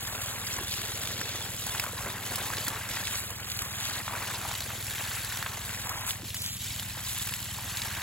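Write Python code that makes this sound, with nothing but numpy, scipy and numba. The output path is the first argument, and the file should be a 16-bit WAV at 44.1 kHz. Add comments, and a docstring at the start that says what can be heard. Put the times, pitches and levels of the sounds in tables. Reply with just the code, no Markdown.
"""Among saplings on soil and dry leaves, a thick hose jet plunges down beside one stem, then swings to the next.
Random bursts of force ring trapped air bubbles for its thud and churn; droplet ticks make the splatter and spray.
Single lumps slap and smack, large air pockets glug, and a slow single-cylinder pump engine thuds some way off
as decaying pipe resonances. A closely spaced microphone pair adds a ground echo and a moving phase difference."""
import sys
import numpy as np
from scipy import signal
from scipy.fft import rfft, irfft
from scipy.io import wavfile
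from numba import njit

SR = 44100
rng = np.random.default_rng(int(sys.argv[2]) if len(sys.argv) > 2 else 0)


def digitize_waveform(pressure):
    """Quantize a signal to 16-bit integers and store it at the path in sys.argv[1].

    Rows of a 2-D input are taken as channels; values are limited to [-1, 1].
    """
    field = np.atleast_2d(pressure).T
    bounded = np.clip(field, -1, 1)
    quanta = np.round(bounded * 32767).astype(np.int16)
    wavfile.write(sys.argv[1], SR, quanta)


N = 353770
TIME = np.arange(N) / SR
BAND_EDGE_HZ = 15900

# The pump engine hunts about its speed: time_s, firings_per_s
PUMP_SPEED = [(0.0, 19.467), (0.2, 20.286), (0.6, 19.335), (0.8, 19.777), (1.6, 19.911), (2.21, 19.578),
              (2.81, 20.046), (3.01, 19.688), (3.61, 19.601), (4.01, 19.965), (4.41, 19.464),
              (4.81, 20.226), (5.01, 19.468), (6.82, 19.996), (7.02, 19.472), (8.02, 19.876)]
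# Exhaust resonances rung by each firing: pitch_hz, mean_level_db, swell_s
EXHAUST_RESONANCES = [(107, 0, 0.0093), (193.3, -12.5, 0.0079)]
# Colour of the engine's unsteady rumble: frequency_hz, relative_density_db
RUMBLE_COLOUR = [(25, -29), (42, -5.5), (62, 4.5), (100, -3.5), (170, -4.5), (250, -8.5), (350, -29)]
INTAKE_DELAY_S = 0.02327
PUMP_ASIDE_DB = -0.5  # scattered part over shared part: the pump stands to one side

# Large air pockets that glug up through the puddle: start_s, level_db, pitch_hz
AIR_GLUGS = [(0.611, -33, 350), (1.843, -37, 710), (1.865, -27, 1230), (1.869, -34.5, 590),
             (1.933, -34, 480), (2.581, -34, 400), (2.72, -46, 313), (4.108, -34, 865), (4.136, -25, 1090),
             (4.221, -30, 1100), (4.313, -28, 1740), (4.455, -28.5, 810), (4.493, -31, 900),
             (4.513, -30.5, 770), (6.231, -36.5, 297), (7.586, -31, 980)]
GLUG_CYCLES, GLUG_RISE = 0.82, 0.013  # cycles to the loudest moment; share by which pitch rises in that time
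# Lumps that burst flat on the stem or hard ground: start_s, level_db
FLAT_SMACKS = [(0.607, -23), (1.2148, -17), (1.7988, -12.5), (2.9715, -21), (4.253, -21), (6.2205, -24.5),
               (6.345, -21), (6.7977, -22)]
# Single lumps of water, each trapping air and throwing up spray: start_s, level_db, pitch_hz, spray_level_db
LUMP_SLAPS = [(0.586, -20, 1050, -38), (0.738, -14, 3080, -31), (1.031, -20, 2400, -29),
              (1.212, -16, 1690, -24), (1.665, -22.5, 980, -21.5), (1.748, -14.5, 1580, -38),
              (1.796, -9, 2600, -17.5), (1.837, -14, 1440, -24), (1.843, -19.5, 1050, -32),
              (1.863, -15.5, 1190, -33), (2.356, -24, 1710, -18), (2.465, -21, 2350, -23),
              (2.501, -17.5, 1150, -43), (2.534, -15.5, 1520, -26), (2.581, -12, 3350, -29),
              (2.68, -22, 1520, -17), (2.969, -13, 1800, -37), (3.07, -11, 3500, -43),
              (3.078, -14, 2300, -40), (3.303, -22.5, 1090, -23.5), (3.499, -18, 4300, -24),
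              (3.516, -11.5, 4540, -28), (3.589, -10, 4240, -26), (3.618, -24, 1420, -20.5),
              (4.078, -11.5, 1320, -44), (4.151, -16, 1400, -40), (4.449, -18, 1110, -45),
              (4.551, -13, 4120, -44), (4.604, -12, 4230, -27), (4.702, -17.5, 1390, -39),
              (5.425, -12.5, 1760, -26), (5.461, -11, 1630, -43), (5.869, -20, 1150, -29),
              (5.892, -20, 2360, -19.5), (6.106, -11, 3270, -33), (6.303, -20, 3300, -33),
              (6.343, -20.5, 2040, -21), (6.417, -21, 5100, -24), (6.795, -11.5, 3650, -37),
              (7.271, -21.5, 1830, -24), (7.287, -22, 2900, -26), (7.321, -21, 1790, -30),
              (7.337, -14, 2850, -24), (7.77, -11.5, 4100, -24.5), (7.817, -9.5, 4420, -33)]
SLAP_T60_S = 0.023
SLAP_BELOW, SLAP_ABOVE = 0.52, 2  # band edges of the splat, as ratios to the pocket's pitch

# Weight of the water on the soil: time_s, relative_level_db
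WATER_WEIGHT = [(0.0, -52.5), (1.3, -48), (1.6, -51.5), (2.7, -49), (3.5, -55.5), (4.2, -50), (4.8, -54.5),
                (6.0, -56), (6.55, -59.5), (8.02, -54)]
# How hard the jet churns the puddle as the hose is aimed about: time_s, relative_level_db
PUDDLE_CHURNING = [(0.0, -42), (0.5, -42), (0.75, -43), (1.35, -43), (1.62, -46), (1.7, -41), (2.1, -40.5),
                   (2.95, -39), (3.4, -44.5), (4.25, -37.5), (4.75, -45.5), (5.0, -39.5), (5.4, -41.5),
                   (5.7, -43.5), (6.1, -40.5), (6.26, -58.5), (7.0, -45.5), (7.45, -47.5), (8.02, -38)]
# Puddle depth at the landing point: time_s, big_over_small_bubbles_db
PUDDLE_DEPTH = [(0.0, -2.5), (2.7, -0.5), (3.1, -6), (4.4, 1.5), (4.9, -7), (5.5, -4), (6.0, -0.5),
                (6.7, -4.5), (8.02, -6.5)]
SPLATTER_DB, SPRAY_DB = -42, -39.5  # steady splashing, before the changes below
# The jet strays onto stem or dry leaves and splashes more: start_s, length_s, splatter_change_db, spray_change_db
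STRAY_SPLASHES = [(0.2, 0.11, 3.5, 2.5), (0.46, 0.15, 4, 3), (0.69, 0.35, 3.5, 0.5), (1.05, 0.39, 3.5, -1),
                  (1.58, 0.25, 2.5, 2), (2.25, 0.47, 2, 2), (2.9, 0.11, 3.5, 1.5), (3.04, 0.15, 4, 3.5),
                  (3.8, 0.17, 4.5, 1), (4.26, 0.11, 4, 0.5), (4.47, 0.13, 2.5, 0.5), (4.86, 0.49, 1.3, 1.7),
                  (6.07, 0.052, 5.5, 6.5), (6.41, 0.09, 2.5, 1), (6.61, 0.13, 3, 2), (7.06, 0.18, 3, 3.5),
                  (7.77, 0.12, 1.5, 2.5)]
# The jet plunges into standing water and gurgles: start_s, length_s, churn_change_db
WATER_PLUNGES = [(0.57, 0.035, 3), (2.06, 0.078, 1.5), (2.5, 0.064, 1), (2.7, 0.056, 2.5), (4.09, 0.071, 3),
                 (4.69, 0.027, 4.5), (5.41, 0.23, 1.5), (5.85, 0.18, 2.5), (6.94, 0.037, 3.5),
                 (7.57, 0.091, 1.5)]
# The jet thins or breaks as the hose is jerked: start_s, length_s, thud_and_churn_change_db, splashing_change_db
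JET_BREAKS = [(0.33, 0.05, 2, -2), (0.67, 0.1, -4.5, 1.5), (1.55, 0.11, -3, -0.5), (1.885, 0.084, -1.5, -3),
              (2.15, 0.073, -0.5, -3), (2.77, 0.12, -1, -2.5), (3.27, 0.21, -0.5, -3.5),
              (3.66, 0.11, -1.5, -1), (4.035, 0.056, -11, -1), (6.16, 0.083, 1, -8), (6.25, 0.11, -0.5, -2),
              (6.53, 0.08, -5, -1.5)]
# dB per dB of a plunge: favours bigger bubbles, thuds harder, swallows some of the splash
PLUNGE_DEEPENS, PLUNGE_THUDS, PLUNGE_SWALLOWS = 1, 1, 0.73
# Length of the straight ramps centred on each event's start and end (s)
SPLASH_RISE_S, SPLASH_FALL_S = 0.023, 0.031
PLUNGE_RISE_S, PLUNGE_FALL_S = 0.013, 0.073
BREAK_RISE_S, BREAK_FALL_S = 0.072, 0.014

# Colour of the water's thud on the soil: frequency_hz, relative_density_db
THUD_COLOUR = [(120, 2), (230, -1), (330, -1.5), (500, -0.5), (700, -1.5), (1100, -8)]
# Colour of the big bubbles: frequency_hz, relative_density_db
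BIG_BUBBLE_COLOUR = [(400, -8.5), (600, -10.5), (800, -3.5), (1100, -0.5), (1350, -6.5), (1800, -15.5)]
# Colour of the small bubbles: frequency_hz, relative_density_db
SMALL_BUBBLE_COLOUR = [(1000, -28.5), (1350, -4.5), (1600, 0.5), (2200, -3), (2700, -3.5), (4000, -24)]
# Colour of the splatter on mud and leaves: frequency_hz, relative_density_db
SPLATTER_COLOUR = [(900, -11.5), (1900, -2.5), (2600, -3.5), (3400, 1.5), (4300, -1), (5200, -5),
                   (6200, -2.5), (9000, -15.5)]
# Colour of the finest drops: frequency_hz, relative_density_db
SPRAY_COLOUR = [(3500, -8.5), (5500, -11), (7000, 2.5), (8200, 4.5), (10000, 3.5), (12500, 2.2), (14200, 1),
                (15700, -0.5)]

# The landing point moves, and with it the arrival times: time_s, left_lead_s (positive is left first)
ARRIVAL_LEAD = [(0, 9.2e-05), (0.6, 7.2e-05), (1.5, 6.2e-05), (2.75, 2.6e-05), (3.25, 8.4e-05),
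                (3.7, 9.5e-05), (4.5, 0.0), (5.45, 2e-06), (5.98, 0.00011), (6.14, 6.5e-05), (6.35, -3e-05),
                (6.39, -0.000155), (6.45, -0.000118), (6.55, -8.2e-05), (6.62, -6e-06), (7.1, 4.6e-05),
                (7.7, 0.0), (8.02, 1e-05)]
# Share of that lead felt at each frequency: frequency_hz, share_ratio
LEAD_SHARE = [(20, 0.67), (1900, 0.89), (2600, 0.86), (4000, 1.03), (6000, 1.017), (7200, 0)]
# Hard bare soil round the second sapling reflects more: time_s, echo_strength_ratio
GROUND_ECHO = [(0, 0.035), (4, 0.054), (5, 0.12), (6.2, 0.23), (6.8, 0.49), (8.02, 0.76)]
# Likeness of the two channels before opposition acts: frequency_hz, likeness_ratio
PAIR_LIKENESS = [(100, .97), (500, .9), (1800, .92), (3000, .8), (6400, .72), (7300, .84), (8200, .72),
                 (10300, .66), (11100, .97), (11650, .97), (12400, .63), (14700, .6), (15400, .96)]
# Phase of the pair when no lead is felt: frequency_hz, left_lead_rad
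PAIR_PHASE = [(20, 0), (2000, 0), (3100, .7), (4200, 0), (5600, .8), (7300, 0), (8800, -3.0), (9550, -3.3),
              (11100, -6.15), (11700, -6.4), (13200, -9.3), (14200, -9.55), (15400, -12.5)]
# Balance of the pair: frequency_hz, left_over_right_db
PAIR_BALANCE = [(100, -1.4), (200, -1.2), (350, .7), (1200, 1.3), (3000, .3), (5000, 0)]
OPPOSED_LEAK = 0.04  # share of the scattered power left where the ports are in opposite phase


def gain_of(db):
    """Logarithmic level: 20 dB is a factor of ten in amplitude."""
    return 10 ** (np.asarray(db) / 20)


def evened(x):
    """Root-mean-square normalisation: scales a signal to rms 1."""
    return x / np.sqrt(np.mean(x ** 2) + 1e-20)


def along(rows, at=TIME, axis=1):
    """Linear interpolation: reads one column of a table against its first."""
    columns = np.transpose(rows)
    return np.interp(at, columns[0], columns[axis])


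def coloured(x, spectrum):
    """Linear filtering: weights the spectrum, with 12 dB per octave skirts beyond its ends; rms 1."""
    hz = np.fft.rfftfreq(N, 1 / SR) + 1
    f, db = np.transpose(spectrum)
    skirts = np.minimum(hz / f[0], 1) ** 2 * np.minimum(f[-1] / hz, 1) ** 2
    weight = skirts * gain_of(np.interp(np.log(hz), np.log(f), db))
    return evened(irfft(rfft(x) * weight, N))


def wander(top_hz):
    """Band-limited random fluctuation: noise rolled off below about 12 Hz and above top_hz; rms 1."""
    hz = np.fft.rfftfreq(N, 1 / SR)
    weight = hz ** 2 / (hz ** 2 + 150) / (1 + (hz / top_hz) ** 2)
    return evened(irfft(rfft(rng.standard_normal(N)) * weight, N))


def impacts(per_s, spread_db, channels=2):
    """Poisson-like arrivals: random impulses whose levels in dB follow a capped exponential law."""
    size = gain_of(spread_db * np.minimum(rng.exponential(1, (channels, N)), 4.5))
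    return size * (rng.random((channels, N)) < per_s / SR)


def add(mix, s, sound):
    """Superposition: adds a sound to the mix at time s."""
    part = mix[max(round(s * SR), 0):][:len(sound)]
    part += sound[:len(part)]


def throb(hz, db, swell_s):
    """Pipe resonance: a tone swells and decays, its strength varying at random from call to call."""
    t = np.arange(4096) / SR
    envelope = (t / swell_s * np.exp(1 - t / swell_s)) ** 2
    return gain_of(db + 0.62 * rng.standard_normal()) * envelope * np.sin(2 * np.pi * hz * t)


def pump():
    """Periodic excitation: firings ring the exhaust and then the weaker intake, over a broad rumble."""
    turns = np.cumsum(along(PUMP_SPEED)) / SR - .467
    beat = np.zeros(N)
    for s in TIME[1:][np.diff(np.floor(turns)) > 0]:
        add(beat, s, throb(*EXHAUST_RESONANCES[1]) - throb(*EXHAUST_RESONANCES[0]))
        add(beat, s + INTAKE_DELAY_S, -throb(172.6, -8.5, 0.0036))
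    rumble = coloured(rng.standard_normal((2, N)), RUMBLE_COLOUR)
    # the slope of the beat gives a small difference between the microphones
    aside = gain_of(PUMP_ASIDE_DB) * evened(np.gradient(beat))
    return gain_of(-45.5) * np.array([evened(beat), aside]) + gain_of(-51.0) * rumble


def glugs():
    """Volume pulsation: a large air pocket swells, rings and rises in pitch."""
    out = np.zeros(N)
    for s, level_db, hz in AIR_GLUGS:
        age = np.arange(4096) / SR * hz / GLUG_CYCLES  # 1 at the loudest moment
        tone = np.sin(2 * np.pi * GLUG_CYCLES * age * (1 + GLUG_RISE * age / 2))
        add(out, s, gain_of(level_db) * age * np.exp(1 - age) * tone)
    return out


def smacks():
    """Impulse response: a lump bursting flat gives one dry, wide-band crack."""
    out = np.zeros(N)
    band = signal.butter(1, [450, 5500], "band", fs=SR, output="sos")
    crack = signal.sosfilt(band, signal.unit_impulse(512))
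    for s, level_db in FLAT_SMACKS:
        add(out, s, gain_of(level_db) * crack / crack.max())
    return out


def slaps():
    """Impact and cavity resonance: a lump cracks, rings its trapped air and throws up a spray burst."""
    out, t = np.zeros(N), np.arange(2048) / SR
    fine = signal.butter(2, 5000, "high", fs=SR, output="sos")
    tick = signal.sosfilt(fine, signal.unit_impulse(len(t)))
    burst = (1 - np.exp(-t / 0.0019)) * gain_of(-60 * t / SLAP_T60_S)
    for s, level_db, hz, spray_db in LUMP_SLAPS:
        edges = [hz * SLAP_BELOW, min(hz * SLAP_ABOVE, BAND_EDGE_HZ)]
        wet = signal.butter(3, edges, "band", fs=SR, output="sos")
        crack = signal.sosfilt(wet, signal.unit_impulse(len(t)))
        splat, mist = rng.standard_normal((2, len(t)))
        add(out, s + .0005, burst * gain_of(level_db - 12.5) * evened(signal.sosfilt(wet, splat)))
        add(out, s + 0.00049, burst * gain_of(spray_db + 3.5) * signal.sosfilt(fine, mist))
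        # the pocket's pitch glides upward from hz
        pocket = t * hz * np.exp(1 - t * hz) * np.sin(2 * np.pi * hz * t * (1 + 12 * t))
        hit = 0.28 * pocket + 0.36 * crack / abs(crack).max()
        add(out, s + 0.001507, gain_of(level_db) * hit)
        add(out, s + .002, gain_of(spray_db + 9.5) * tick)
    return out


@njit
def rung(side, start, size, turn, life, rise, length):
    """Damped oscillation: sums soft-starting, upward-gliding tones (turn in rad/sample, life in samples)."""
    out = np.zeros((2, length))
    for i in range(len(start)):
        z, step = size[i] + 0j, np.exp(1j * turn[i] - 1 / life[i])
        glide = np.exp(2j * turn[i] * rise / life[i])
        soft, opening = 1.0, np.exp(-turn[i] / np.pi)
        for k in range(start[i], min(start[i] + int(5 * life[i]), length)):
            out[side[i], k] += z.imag * (1 - soft)
            z, step, soft = z * step, step * glide, soft * opening
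    return out


def bubbles(low_hz, high_hz, per_s, spread_db, cycles, rise, force):
    """Bubble resonance: air pockets of random size ring, rising in pitch as they near the surface."""
    born = impacts(per_s, spread_db) * force
    side, start = np.nonzero(born)
    pitch, ring = rng.random((2, 2, N))[:, side, start]
    hz = low_hz * (high_hz / low_hz) ** pitch
    life_s = cycles * (0.48 + 1.46 * ring) / hz
    turn = 2 * np.pi * hz / SR
    return evened(rung(side, start, born[side, start] * hz, turn, life_s * SR, float(rise), N))


def drops(per_s, spread_db, mist):
    """Shot noise: sharp droplet ticks over a mist of countless smaller ones."""
    ticks = impacts(per_s, spread_db) * rng.choice([-1, 1], (2, N))
    return evened(ticks) + mist * rng.standard_normal((2, N))


def lumps(per_s, spread_db, fade_s, steady):
    """Jet break-up: lumps land as short decaying bursts of power over a steady share."""
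    t = np.arange(2048) / SR
    hits = impacts(per_s, spread_db, channels=1)[0]
    power = signal.oaconvolve(hits ** 2, np.exp(-t / fade_s))[:N]
    return evened(np.sqrt(abs(power / power.mean()) + abs(steady)))


def held(events, rise_s, fall_s, axis=2):
    """Superposed level changes in dB: each ramps in, holds and ramps out."""
    total = np.zeros(N)
    for row in events:
        start_s, end_s = row[0], row[0] + row[1]
        ramp = np.minimum((TIME - start_s) / rise_s, (end_s - TIME) / fall_s)
        total += row[axis] * np.clip(.5 + ramp, 0, 1)
    return total


def landing():
    """Partition of the jet's force: levels of thud, churn, splatter and spray, and bubble balance (dB)."""
    core = held(JET_BREAKS, BREAK_RISE_S, BREAK_FALL_S)
    plunge = held(WATER_PLUNGES, PLUNGE_RISE_S, PLUNGE_FALL_S)
    airborne = held(JET_BREAKS, BREAK_RISE_S, BREAK_FALL_S, axis=3) - PLUNGE_SWALLOWS * plunge
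    return (along(WATER_WEIGHT) + core + PLUNGE_THUDS * plunge,
            along(PUDDLE_CHURNING) + core + plunge,
            SPLATTER_DB + airborne + held(STRAY_SPLASHES, SPLASH_RISE_S, SPLASH_FALL_S),
            SPRAY_DB + airborne + held(STRAY_SPLASHES, SPLASH_RISE_S, SPLASH_FALL_S, axis=3),
            along(PUDDLE_DEPTH) + PLUNGE_DEEPENS * plunge)


def fine_spray(splash, scatter, cracks, surge):
    """Droplet shot noise: the finest drops land in showers of their own among ringing froth."""
    showers = drops(per_s=5000, spread_db=3.0, mist=0.7) * splash ** 0.5 * scatter ** 1.1
    froth = bubbles(6047, 15160, per_s=1200, spread_db=0.5, cycles=41, rise=0.0081, force=scatter)
    spray = evened(showers) + 0.28 * cracks + .5 * froth
    return coloured(spray * gain_of(0.35 * surge), SPRAY_COLOUR)


def rim_splatter(splash, cracks, surge):
    """Impact noise and bubble resonance: the jet's rim breaks on mud and leaves, with fizz and plinks."""
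    ticks = evened(drops(per_s=3200, spread_db=4.0, mist=0.42) * splash ** .7)
    fizz = bubbles(2200, 8000, per_s=800, spread_db=2.8, cycles=16, rise=0.01, force=1)
    plinks = bubbles(1800, 5200, per_s=60, spread_db=1.8, cycles=2.2, rise=.01, force=splash)
    splatter = ticks + 0.38 * cracks + 0.61 * fizz + 0.19 * plinks
    return coloured(splatter * gain_of(0.91 * surge), SPLATTER_COLOUR)


def puddle_churn(plunge, splash, cracks, surge, depth_db):
    """Air entrainment: the jet's core drives bubbles into the puddle, bigger ones where it is deeper."""
    ringing = bubbles(540.0, 2925, per_s=1300, spread_db=-0.5, cycles=2.37, rise=0.029, force=plunge)
    ticks = 1.13 * splash * drops(per_s=2000, spread_db=6.0, mist=0.29)
    churn = (ringing + ticks) * gain_of(0.7 * surge) + 0.35 * cracks
    big = gain_of(depth_db)
    both = big * coloured(churn, BIG_BUBBLE_COLOUR) + coloured(churn, SMALL_BUBBLE_COLOUR)
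    return both / np.hypot(1, big)


def soil_thud(plunge):
    """Low bubble resonance: the weight of the plunging core rings large, quickly damped air pockets."""
    thud = bubbles(196.7, 890, per_s=720, spread_db=0.5, cycles=0.94, rise=0.026, force=plunge)
    return coloured(thud, THUD_COLOUR)


def water():
    """Common modulation: one uneven flow drives all parts; row 0 is shared by the pair, row 1 scattered."""
    thud_db, churn_db, splatter_db, spray_db, depth_db = landing()
    surge = wander(top_hz=39.0)
    plunge = lumps(per_s=200, spread_db=3.0, fade_s=0.0052, steady=0.76)
    splash = lumps(per_s=470, spread_db=1.5, fade_s=0.0067, steady=0.15)
    scatter = lumps(per_s=470, spread_db=1.5, fade_s=0.0006, steady=0.98)
    # big drops burst on dry leaves for about a millisecond, heard in churn, splatter and spray at once
    cracks = lumps(per_s=40, spread_db=2.8, fade_s=0.0009, steady=0) * rng.standard_normal((2, N))
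    return (fine_spray(splash, scatter, cracks, surge) * gain_of(spray_db)
            + rim_splatter(splash, cracks, surge) * gain_of(splatter_db)
            + puddle_churn(plunge, splash, cracks, surge, depth_db) * gain_of(churn_db - 2.5)
            + soil_thud(plunge) * gain_of(thud_db + 1.5))


def microphones(sound):
    """Interference and coherence: two ports receive shared and scattered sound with echo and phase."""
    hz, t, spectra = signal.stft(sound, SR, nperseg=512)
    # a small patch of ground mirrors mainly the middle range, 1.05 ms late
    mirror = along([(200, 0.28), (400, 0.57), (2200, 0.13), (3500, 0.11)], hz)
    echo = np.exp(-2j * np.pi * hz * 0.00105) * mirror
    spectra = spectra * (1 + np.outer(echo, along(GROUND_ECHO, t)))
    # sound from one side is a little louder around 5.4 kHz
    lead = along(ARRIVAL_LEAD, t)
    sideways = np.outer(np.exp(-((hz - 5400) / 1300) ** 2), abs(lead) / abs(lead).max())
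    shared, scattered = spectra * gain_of(1.9 * sideways)
    # the lead's phase folds back at half a cycle
    folded = np.arccos(np.cos(2 * np.pi * np.outer(hz, lead)))
    swing = np.minimum(folded * along(LEAD_SHARE, hz)[:, None], np.pi)
    phase = np.sign(lead) * swing + along(PAIR_PHASE, hz)[:, None] * (1 - swing / np.pi)
    # opposed ports keep little scattered sound: a hollow that sweeps as the hose swings
    opposed = ((1 - np.cos(phase)) / 2) ** 2
    apart = (1 - along(PAIR_LIKENESS, hz)[:, None]) / 2 * (1 - (1 - OPPOSED_LEAK) * opposed)
    shared, scattered = shared * np.sqrt(1 - apart), scattered * np.sqrt(apart)
    port = np.exp(.5j * phase) * gain_of(along(PAIR_BALANCE, hz)[:, None] / 2)
    pair = np.array([(shared + scattered) * port, (shared - scattered) / port])
    return signal.istft(pair, SR, nperseg=512)[1][:, :N]


def scene():
    """Superposition in the open air: the pump behind, the water and its single events close by."""
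    events = np.array([glugs() + smacks() + slaps(), np.zeros(N)])
    return microphones(pump() + events + water())


def record(dry):
    """Band limitation: a linear-phase low-pass filter removes the highest treble."""
    lowpass = signal.firwin(511, BAND_EDGE_HZ, window=("kaiser", 9), fs=SR)
    return signal.oaconvolve(dry, lowpass[None], "same")


dry = scene()
out = record(dry)
digitize_waveform(out)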